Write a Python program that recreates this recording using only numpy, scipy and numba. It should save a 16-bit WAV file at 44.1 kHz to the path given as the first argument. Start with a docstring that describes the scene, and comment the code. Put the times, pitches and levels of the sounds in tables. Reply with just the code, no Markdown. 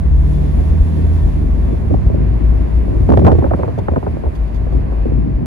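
"""Wind rushes in at a car window left ajar on a country road and buffets a two-port microphone, clipping its input.
Under it the engine hums up and eases off, the cabin booms and thuds, panels rumble and trim ticks.
Wind is noise low-passed at a corner set by air speed, with swept sine vortices and short overload cracks.
Engine and boom are wavering sines; tyre roar, air hiss, whines and panel rumble are shaped noise."""
import sys
import numpy as np
from scipy import signal
from scipy.fft import rfft, irfft, next_fast_len
from scipy.io import wavfile
from scipy.ndimage import uniform_filter1d
from numba import njit

SR = 44100
rng = np.random.default_rng(int(sys.argv[2]) if len(sys.argv) > 2 else 0)


def transcribe(u):
    """Save the signal u as a 16-bit wav file named by the first command-line argument.

    u: samples, shape (n,) or (channels, n), limited to [-1, 1]; the rate is SR.
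    q: integer samples, one column per channel.
    """
    v = np.clip(np.atleast_2d(u).T, -1, 1)
    q = np.round(v * 32767).astype(np.int16)
    wavfile.write(sys.argv[1], SR, q)


N = 240770
T = np.arange(N) / SR
FFT_SIZE = next_fast_len(N)
BIN_HZ = np.maximum(np.arange(FFT_SIZE // 2 + 1) * SR / FFT_SIZE, 1)
SIDES = np.array([[1], [-1]])  # left, right; every pan_db is left minus right, every lead_rad is left ahead


def undb(db):
    """dB to gain."""
    return 10 ** (np.asarray(db) / 20)


def unit(x):
    """Scale to rms 1."""
    return x / np.sqrt(np.mean(x ** 2))


def curves(table):
    """Columns of a time table, interpolated to one value a sample."""
    s, *columns = np.transpose(table)
    return [np.interp(T, s, c) for c in columns]


def along(table, column=1):
    """A column of a frequency table on the transform bins, interpolated in log frequency."""
    table = np.array(table, float)
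    return np.interp(np.log(BIN_HZ), np.log(table[:, 0]), table[:, column])


def walk(rate_hz):
    """Random levels held 1 / rate_hz and slewed twice; rms 1."""
    hold = int(SR / rate_hz)
    steps = np.repeat(rng.standard_normal(N // hold + 1), hold)
    return unit(uniform_filter1d(uniform_filter1d(steps, hold), hold)[:N])


def pair(likeness, lead_rad, pan_db=0):
    """Spectra of left and right noise, partly shared; the shared part is turned in phase between the ports."""
    shared, left, right = rfft(rng.standard_normal((3, FFT_SIZE)))
    turned = np.sqrt(likeness) * shared * np.exp(.5j * lead_rad * SIDES)
    both = turned + np.sqrt(1 - likeness) * np.array([left, right])
    return both * undb(pan_db * SIDES / 2)


def ring(hz, width_hz, pan_db, likeness):
    """Noise ringing one resonance; rms 1."""
    response = 1 / (1 + ((BIN_HZ - hz ** 2 / BIN_HZ) / width_hz) ** 2)
    return unit(irfft(pair(likeness, 0, pan_db) * response, FFT_SIZE)[:, :N])


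@njit
def lowpass(x, hz, damp):
    """State-variable low-pass whose corner moves every sample."""
    y, band, low = np.empty(len(x)), 0., 0.
    for i in range(len(x)):
        g = np.tan(np.pi * hz[i] / SR)
        v = (band + g * (x[i] - low)) / (1 + g * (g + damp))
        y[i] = low + g * v
        band, low = 2 * v - band, low + 2 * g * v
    return y


# Each row: time in seconds, firing rate in Hz, firing tone in dB, its octave in dB.
ENGINE_CURVE = [(0, 71.2, -13, -24), (.2, 71.85, -12.5, -21.5), (.4, 73.85, -17, -20.5),
                (.6, 75.92, -16.5, -25.5), (.8, 78.04, -14, -26), (1.1, 79.9, -12.5, -25.5),
                (1.24, 79.83, -15.5, -27.5), (1.35, 78.08, -24, -27), (1.55, 74.95, -19, -29.5),
                (1.7, 74.13, -23.5, -35), (2.0, 69.9, -16.5, -34)]
# Weaker orders. Each row: multiple of firing rate, dB relative to the octave at 0 s, gain in dB per second.
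ENGINE_ORDERS = [(2.5, -15, 3), (3, -24, 12), (3.5, -23, 5), (4, -23, 2)]
ENGINE_PAN_DB, ENGINE_LEAD_RAD = -3, 0.87


def engine():
    """Firing tone and overtones; combustion varies a little, and the hum is gone once the throttle closes."""
    hz, firing_db, octave_db = curves(ENGINE_CURVE)
    phase = 2 * np.pi * np.cumsum(hz * (1 + 0.0024 * walk(25))) / SR
    tones = [(1, firing_db, ENGINE_LEAD_RAD), (2, octave_db, 0)]
    for multiple, db, gain_db in ENGINE_ORDERS:
        tones.append((multiple, octave_db + db + gain_db * T + 4.4 * walk(9), 0))
    hum = 0
    for multiple, db, lead_rad in tones:
        level = np.sqrt(2) * undb(db + 1.1 * walk(9))
        hum = hum + level * np.sin(multiple * phase + lead_rad * SIDES / 2)
    fade = np.clip((ENGINE_CURVE[-1][0] - T) / 0.02, 0, 1)
    return hum * undb(ENGINE_PAN_DB * SIDES / 2) * fade


# Lowest cabin mode. Each row: time in seconds, frequency in Hz, steady level in dB before boom gain.
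BOOM_CURVE = [(0, 53.63, -16), (.35, 53.9, -14.5), (.9, 53.84, -24.5), (1.35, 51.92, -15.5),
              (1.6, 52.98, -17.5), (1.85, 55.6, -23.5), (2.3, 57.32, -14), (3.1, 55.98, -16),
              (3.4, 60.96, -26), (3.9, 56.8, -31), (4.3, 54.25, -27.5), (4.72, 53.34, -15),
              (4.88, 54.8, -22), (5.02, 55.02, -19.5), (5.46, 51, -20)]
# The boom swells and sinks. Each row: time of the top in seconds, top level in dB before boom gain,
# length in seconds.
BOOM_SWELLS = [(0.566, -14.5, 0.15), (0.703, -15.5, 0.11), (0.814, -9.5, 0.037), (1.044, -15, 0.085),
               (1.26, -14, 0.094), (1.967, -17, 0.11), (2.07, -9.5, 0.055), (2.474, -13, 0.18),
               (2.632, -14.5, 0.096), (2.774, -12, 0.17), (2.989, -12.5, 0.15), (4.279, -19, 0.05),
               (4.425, -14.5, 0.16), (4.61, -18.5, 0.2), (5.175, -14, 0.17), (5.346, -14.5, 0.071)]
# Body panels. Each row: time in seconds, rumble level in dB.
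PANEL_LEVELS = [(0, -22.5), (.4, -27.5), (1.0, -20.5), (1.7, -23.5), (1.95, -14.5), (2.4, -19.5),
                (2.75, -28), (3.0, -14.5), (3.27, -11), (3.5, -17.5), (3.72, -21), (4.4, -30),
                (4.77, -19.5), (5.0, -28), (5.46, -22.5)]
BOOM_GAIN_DB, BOOM_PAN_DB = 0.4, 4.5
SWELL_GAP_DB, SWELL_GAP_S = -8, 0.015  # the steady boom gives way around a swell


def cabin():
    """Road-shaken cabin air swings on its lowest mode, wavering, with a looser rumble; panels ring higher."""
    hz, steady_db = curves(BOOM_CURVE)
    s, top_db, length_s = np.transpose(BOOM_SWELLS)[:, :, None]
    away = abs(T - s) / (length_s / 2)
    swell = np.sum(undb(top_db) * np.cos(np.pi / 2 * np.clip(away, 0, 1)), axis=0)
    outside_s = (away - 1).clip(0) * length_s / 2
    near = np.max(np.exp(-(outside_s / SWELL_GAP_S) ** 2), axis=0)
    size = swell + undb(steady_db + SWELL_GAP_DB * near + 2.6 * walk(10))
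    wavering_hz = hz * (1 + 0.02844 * walk(18) + 0.02983 * walk(4))
    phase = 2 * np.pi * np.cumsum(wavering_hz) / SR + 0.23 * walk(6.8) * SIDES / 2
    boom = np.sqrt(2) * size * undb(BOOM_GAIN_DB + BOOM_PAN_DB * SIDES / 2) * np.sin(phase)
    rumble = size * undb(-5) * ring(hz=34, width_hz=41, pan_db=0.99, likeness=0.91)
    panels = undb(curves(PANEL_LEVELS)[0]) * ring(hz=87.5, width_hz=53.5, pan_db=-2, likeness=0.43)
    return boom + rumble + panels


# Path difference turns the treble phase between the ports.
# Each row: frequency in Hz, likeness 0-1, left lead in radians, left minus right in dB.
PORT_RESPONSE = [(154, 0.02, 1.5, -1.5), (324, 0.42, -0.1, -2), (680, 0.63, 4, -3), (1610, 0.22, 0, -0.3),
                 (2850, 0.05, 0.5, -2), (4700, 0.04, -6, -1), (7850, 0.5, -4, -1), (11000, 0.6, -1, -1),
                 (14100, .9, 2.5, 0), (15800, .8, 4, 3.5)]


def rush(spectrum, in_hz, swell_db, flicker_db):
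    """Noise octave bands that swell together and flicker alone; rms 1 within in_hz before both."""
    ports = pair(along(PORT_RESPONSE), along(PORT_RESPONSE, column=2), along(PORT_RESPONSE, column=3))
    noise = undb(along(spectrum)) * ports
    inside = (BIN_HZ > in_hz[0]) & (BIN_HZ < in_hz[1])
    noise /= np.sqrt(2 * np.mean(np.sum(abs(noise[:, inside]) ** 2, axis=1))) / FFT_SIZE
    out = 0
    for octave in np.arange(np.log2(spectrum[0][0]), np.log2(spectrum[-1][0]) + 1):
        band = np.clip(1 - abs(np.log2(BIN_HZ) - octave), 0, 1)
        out = out + undb(flicker_db * walk(24)) * irfft(band * noise, FFT_SIZE)[:, :N]
    return undb(swell_db * walk(5.05)) * out


# Each row: time in seconds, tyre roar in dB within 1.5-3 kHz, air hiss in dB within 6-12 kHz.
ROAD_LEVELS = [(0, -51.5, -61), (.5, -50.5, -58.5), (1.0, -49.5, -57.5), (1.5, -50, -59),
               (1.9, -49.5, -60.5), (2.2, -48.5, -65), (3.3, -49, -62), (4.0, -50, -63.5),
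               (4.5, -50.5, -65.5), (5.0, -49.5, -68), (5.46, -51, -70)]
# Each row: frequency in Hz, relative density in dB per Hz.
TYRE_SPECTRUM = [(80, -36.5), (130, 0.5), (250, -7.5), (400, -14.5), (520, -19), (640, -13), (800, -21),
                 (1000, -21.5), (1130, -25), (1280, -33), (1500, -31.5), (1900, -32), (2600, -36.5),
                 (3000, -43.5), (3500, -49), (4800, -50), (7000, -84.5)]


def tyres():
    """Tyre roar: broad noise weighted to the low end."""
    tyre_db, _ = curves(ROAD_LEVELS)
    return undb(tyre_db) * rush(TYRE_SPECTRUM, (1500, 3000), swell_db=.7, flicker_db=.8)


# Each row: frequency in Hz, relative density in dB per Hz.
HISS_SPECTRUM = [(2500, -3.5), (3500, 3), (4200, -1), (5000, -4), (6800, -4), (8400, -7), (10200, -1.5),
                 (12000, -10.5), (13800, -15), (15300, -9), (16500, -17)]


def hiss():
    """Air hissing past: treble noise."""
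    _, hiss_db = curves(ROAD_LEVELS)
    return undb(hiss_db) * rush(HISS_SPECTRUM, (6000, 12000), swell_db=1.1, flicker_db=.8)


# Dashboard resonances. Each row: frequency in Hz, width in Hz, left minus right in dB.
WHINE_MODES = [(3472, 28, -5), (1815, 24, 0)]
# Each row: time in seconds, first whine in dB, second whine in dB.
WHINE_CURVE = [(0, -70, -68), (.2, -68, -68), (.45, -62.5, -66), (.56, -71, -68), (.8, -65, -57.5),
               (.95, -69, -60), (1.1, -66, -61), (1.25, -66, -56.5), (1.45, -71, -64), (1.7, -66, -62),
               (1.9, -72, -66), (2.1, -90, -90)]


def whines():
    """Faint, narrow, unsteady dashboard tones: noise ringing resonances."""
    out = 0
    for (hz, width_hz, pan_db), db in zip(WHINE_MODES, curves(WHINE_CURVE)):
        out = out + undb(db) * ring(hz, width_hz, pan_db, likeness=0.56)
    return out


WIND_LIKENESS, WIND_LEAD_RAD = 0.79, 1.886


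def eddies(hz):
    """Turbulent pressure: strong up to a corner set by the air speed, falling steeply above."""
    highpass = BIN_HZ ** 2 / (BIN_HZ ** 2 + 60 ** 2)
    raw = irfft(pair(WIND_LIKENESS, WIND_LEAD_RAD) * highpass, FFT_SIZE)[:, :N]
    dark = np.array([lowpass(lowpass(side, hz, 1.134), 1.235 * hz, 1.23) for side in raw])
    return dark * np.sqrt(SR / 2 / hz)  # holds the level as the corner moves


# Stream over the ports. Each row: time in seconds, level in dB, air speed as a share of the usual.
GUST_CURVE = [(0, -31, 1.03), (.6, -26, 1.09), (1.2, -24.5, 0.95), (1.895, -26, 1.125), (1.94, -13, 0.91),
              (2.0, -23, 0.95), (2.13, -18.5, 0.8), (2.25, -23, 0.9), (3.06, -24.5, 1.05),
              (3.1, -11.5, 0.93), (3.3, -12, 0.91), (3.4, -27, 1.4), (3.7, -34.5, 0.94),
              (4.28, -34.5, 1.21), (4.35, -56, 1.05), (4.68, -28.5, 1.15), (4.74, -23.5, 1.04),
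              (5.03, -29, 1.42), (5.1, -16, 0.81), (5.2, -18.5, 0.76), (5.33, -20, 0.74), (5.46, -19, 0.8)]
# Each row: start in seconds, drive in dB before onset and buffet gain, air speed as a share of the usual
# before slowing, decay t60 in seconds.
BUFFET_HITS = [(1.908, -8, 0.6, 0.1), (1.941, -6.5, 0.86, 0.043), (2.059, -28, 1.1, 0.17),
               (2.099, -12.5, 0.73, 0.045), (2.141, -10.5, 0.68, 0.075), (2.439, -27, 0.68, 0.078),
               (2.506, -35, 1.6, 0.058), (2.881, -19, 0.64, 0.082), (3.088, -2, 0.84, 0.07),
               (3.1, -3.5, 1.03, 0.035), (3.115, -4, 0.99, 0.05), (3.135, -0.5, 1.23, 0.031),
               (3.171, -2.5, 1.31, 0.041), (3.19, -3.5, 0.96, 0.042), (3.22, -14, 0.89, 0.064),
               (3.247, -7, 1.23, 0.12), (3.263, -5, 1.47, 0.18), (3.315, -4.5, 0.96, 0.08),
               (3.348, -8, 0.7, 0.07), (3.386, -5, 0.81, 0.05), (3.422, -11, 1.05, 0.082),
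               (3.439, -9, 1.28, 0.064), (3.462, -17, 1.3, 0.068), (3.509, -10, 1.38, 0.072),
               (3.534, -6.5, 1.33, 0.044), (3.57, -23, 1.1, 0.091), (3.589, -16, 1.2, 0.14),
               (3.629, -13.5, 1.46, 0.086), (3.677, -16.5, 1.42, 0.086), (3.725, -30, 1.3, 0.068),
               (3.775, -19, 1.18, 0.13), (3.785, -13.5, 1.06, 0.056), (3.882, -3.5, 1.4, 0.034),
               (3.915, -14, 0.87, 0.087), (3.935, -8.5, 1.05, 0.036), (3.961, -8.5, 1.36, 0.053),
               (3.976, -0.5, 0.74, 0.026), (4.027, -20, 1.37, 0.094), (4.064, -12, 1.28, 0.064),
               (4.136, -15.5, 0.62, 0.087), (4.166, -22, 1.2, 0.044), (4.236, -18, 1.06, 0.11),
               (4.259, -19, 1.02, 0.11), (4.666, -20.5, 1.03, 0.06), (4.721, -17, 0.89, 0.086),
               (4.784, -28, 1.1, 0.057), (4.92, -25, 1.3, 0.065), (5.055, -10, 0.66, 0.056),
               (5.12, -11.5, 0.41, 0.067), (5.178, -19.5, 0.5, 0.067), (5.235, -22, 0.49, 0.063)]
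STREAM_HZ, BUFFET_HZ = 310, 599  # eddy corners at speed share 1
BUFFET_GAIN_DB = 0.27


def wind():
    """A ragged stream of air, and buffets that strike the ports: the faster the air, the brighter."""
    db, speed = curves(GUST_CURVE)
    stream = undb(db + 2.5 * walk(40) + 1.2 * walk(12)) * eddies(STREAM_HZ * speed)
    power, speed_power, age = np.full(N, 1e-12), np.full(N, 1e-12), T[:SR // 4]
    onset = (1 - np.exp(-age / 0.0035)) ** 1.16
    slowing = 0.7 + 0.4 * np.exp(-age / 0.0067)  # the eddy slows, so its noise darkens
    for s, drive_db, speed, t60_s in BUFFET_HITS:
        blow = undb(drive_db - 60 * (age / t60_s) ** 1.335) * onset
        start = int(s * SR)
        size = min(len(age), N - start)
        power[start:start + size] += blow[:size] ** 2
        speed_power[start:start + size] += (blow ** 2 * speed * slowing)[:size]
    gusty = eddies(BUFFET_HZ * speed_power / power)
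    # eddy noise evened out over 400 samples, so a buffet fills its span
    gusty /= (uniform_filter1d(np.mean(gusty ** 2, axis=0), size=400) + 0.05) ** 0.34
    return stream + undb(BUFFET_GAIN_DB) * np.sqrt(power) * gusty


# Each row: start in seconds, level in dB, mid-sweep frequency in Hz, left minus right in dB (held to +-8).
VORTEX_HITS = [(1.906, -15, 398.2, -5), (1.94, -11.5, 587, -3), (2.099, -14, 480, 0.5),
               (2.142, -14.5, 482, -2.5), (2.88, -15, 480.5, -4), (3.09, -11, 601, -1),
               (3.101, -6, 520, -1), (3.116, -10, 700, 3), (3.121, -11.5, 890, -3), (3.137, -8, 704, -6),
               (3.172, -8.5, 640, -6), (3.192, -9.5, 594, -2), (3.219, -11, 550, -3), (3.247, -8, 550, -4),
               (3.267, -4.5, 996, -0.5), (3.273, -11, 696, -2), (3.28, -7.5, 750, 1), (3.285, -11, 850, 1),
               (3.295, -12, 800, 0), (3.316, -6.5, 700, -2), (3.327, -6, 496, -5), (3.384, -9, 430, -3),
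               (3.423, -14, 796, -2), (3.442, -17, 1250, 1), (3.449, -12, 500, 0), (3.463, -15, 750, -4),
               (3.509, -20, 1150, 0), (3.513, -11, 600, -3), (3.536, -11.5, 980, 0), (3.543, -22, 1390, -3),
               (3.546, -10, 440, 1), (3.597, -21, 800, -7), (3.633, -12, 950, -9), (3.679, -17, 600, -2),
               (3.776, -22, 600, -2), (3.787, -17, 700, 4), (3.884, -14, 1300, 0), (3.886, -11, 750, -1),
               (3.914, -17, 480, -2), (3.935, -15, 561, -1), (3.96, -16, 1260, -1), (3.964, -15, 900, 0),
               (3.968, -10, 596, 2), (3.978, -11, 380, 2), (4.028, -19, 850, -6), (4.065, -18.5, 1010, 0),
               (4.077, -18, 608, 8), (4.168, -17, 556, -3), (4.236, -14.5, 477, 3), (4.258, -20, 700, -4),
               (4.92, -21, 509, -8), (5.054, -11.5, 406, 0.5), (5.118, -13.5, 371.3, -7)]
VORTEX_CYCLES, VORTEX_FALL_OCTAVES = 3, 1.2  # length in mid-sweep cycles, pitch drop
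VORTEX_OVERTONE, VORTEX_LEAD_RAD = 0.17, 1.86  # overtone share at the start


def vortices():
    """Each vortex snaps past the ports: a few steep pressure swings that slow down as it passes."""
    out = np.zeros((2, N))
    start_rad = rng.uniform(0, 2 * np.pi, (len(VORTEX_HITS), 1))
    for (s, db, hz, pan_db), turn in zip(VORTEX_HITS, start_rad):
        share = np.arange(int(VORTEX_CYCLES / hz * SR)) * hz / VORTEX_CYCLES / SR
        falling_hz = hz * 2 ** (VORTEX_FALL_OCTAVES * (.5 - share))
        phase = turn + 2 * np.pi * np.cumsum(falling_hz) / SR + VORTEX_LEAD_RAD * SIDES / 2
        swing = np.sin(phase) + VORTEX_OVERTONE * (1 - share) * np.sin(2 * phase)
        level = undb(db + np.clip(pan_db, -8, 8) * SIDES / 2)
        i = int(s * SR)
        out[:, i:i + len(share)] += level * np.sin(np.pi * share) ** 2 * swing
    return out


# Each row: time of the top in seconds, rms level at the top in dB, length in seconds, frequency in Hz.
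BODY_THUDS = [(1.921, -11, 0.047, 90), (1.935, -16, .04, 280), (2.597, -21, 0.058, 85),
              (3.143, -8.5, 0.069, 72), (3.257, -7.5, 0.052, 95), (3.335, -7, 0.055, 70),
              (3.392, -8.5, 0.033, 110), (3.453, -16, .016, 240), (3.551, -14, .014, 200),
              (3.638, -11.5, 0.047, 80), (3.924, -18.5, 0.094, 75), (4.095, -19.5, 0.15, 76),
              (4.269, -14.5, 0.064, 76), (5.186, -15, 0.036, 121.4), (5.245, -18, 0.049, 151)]
THUD_LEAD_RAD, THUD_PAN_DB = 1, -3


def thuds():
    """Each thud is a few swings of the body that rise and sink."""
    s, top_db, length_s, hz = np.transpose(BODY_THUDS)[:, :, None]
    start_rad = rng.uniform(0, 2 * np.pi, (len(BODY_THUDS), 1))
    shape = np.cos(np.pi * np.clip((T - s) / length_s, -.5, .5))
    swing = np.sum(undb(top_db) * shape * np.exp(1j * (2 * np.pi * hz * T + start_rad)), axis=0)
    sides = np.imag(swing * np.exp(.5j * THUD_LEAD_RAD * SIDES))
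    return np.sqrt(2) * undb(THUD_PAN_DB * SIDES / 2) * sides


# Each row: start in seconds, size of the jump in dB, left minus right in dB.
OVERLOAD_CRACKS = [(1.941, -21, -1), (3.092, -16.5, -3), (3.102, -21, 0), (3.1235, -10, 2),
                   (3.138, -17, -6), (3.142, -14, -6), (3.174, -17.5, -10), (3.179, -19, 0),
                   (3.1893, -20, -2), (3.195, -14, 0), (3.251, -16, -6), (3.261, -13, -3), (3.268, -7, 3.5),
                   (3.279, -21, -2.5), (3.286, -20, 2), (3.319, -14.5, 3), (3.329, -20, -2),
                   (3.387, -23, -2.5), (3.633, -26, -5), (3.886, -27, 0), (3.963, -30, 1)]
CRACK_RISE_S, CRACK_FALL_S = .00025, .0008


def cracks():
    """Sharp cracks of the overloaded input: a short jump up or down that slides back."""
    out, age = np.zeros((2, N)), T[:300]
    jump = (1 - np.exp(-age / CRACK_RISE_S)) * np.exp(-age / CRACK_FALL_S)
    signs = np.sign(rng.standard_normal((len(OVERLOAD_CRACKS), 1)))
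    for (s, db, pan_db), sign in zip(OVERLOAD_CRACKS, signs):
        i = int(s * SR)
        out[:, i:i + len(age)] += sign * undb(db + pan_db * SIDES / 2) * jump / jump.max()
    return out


# Each row: start in seconds, nominal peak in dB, left minus right in dB.
TRIM_TICKS = [(3.779, -43, 3), (4.348, -43.5, 1), (4.474, -53, 0), (4.541, -46, -2), (4.556, -48, -2),
              (4.72, -48.5, 1), (4.9198, -54, -4)]
# Each row: frequency in Hz, relative level in dB, decay t60 in seconds.
TRIM_MODES = [(3490, 2, 0.011), (4570, 4.5, 0.0052), (6178, 5.5, 0.0019), (8150, -9, 0.0051),
              (11100, -4.5, .005)]
TICK_RMS_DB = -11.5  # rms relative to nominal peak


def trim():
    """Plastic trim ticks: a short rattle that rings a few modes."""
    out, age = np.zeros((2, N)), T[:1000]
    modes = sum(undb(db - 60 * age / t60_s) * np.sin(2 * np.pi * hz * age) for hz, db, t60_s in TRIM_MODES)
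    for s, peak_db, pan_db in TRIM_TICKS:
        shape = age * np.exp(-age / 0.0066)
        rattle = rng.standard_normal((2, len(age))) * shape * undb(3 * walk(600)[:len(age)])
        tick = unit(signal.fftconvolve(rattle, modes[None], axes=1))
        i = int(s * SR)
        out[:, i:i + tick.shape[1]] += undb(peak_db + TICK_RMS_DB + pan_db * SIDES / 2) * tick
    return out


def scene():
    """All sources summed at the two ports."""
    steady = engine() + cabin() + tyres() + hiss() + whines()
    return steady + wind() + vortices() + thuds() + cracks() + trim()


MIC_LOW_HZ, TOP_HZ = 33, 15800


def record(dry):
    """The microphone thins the deepest bass, the input clips at full scale, the top is cut."""
    thin_bass = signal.butter(3, MIC_LOW_HZ, "high", fs=SR, output="sos")
    cut_top = signal.ellip(12, .02, 70, TOP_HZ, fs=SR, output="sos")
    heard = signal.sosfilt(thin_bass, dry)
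    return signal.sosfilt(cut_top, np.clip(heard, -1, 1))


dry = scene()
out = record(dry)
transcribe(out)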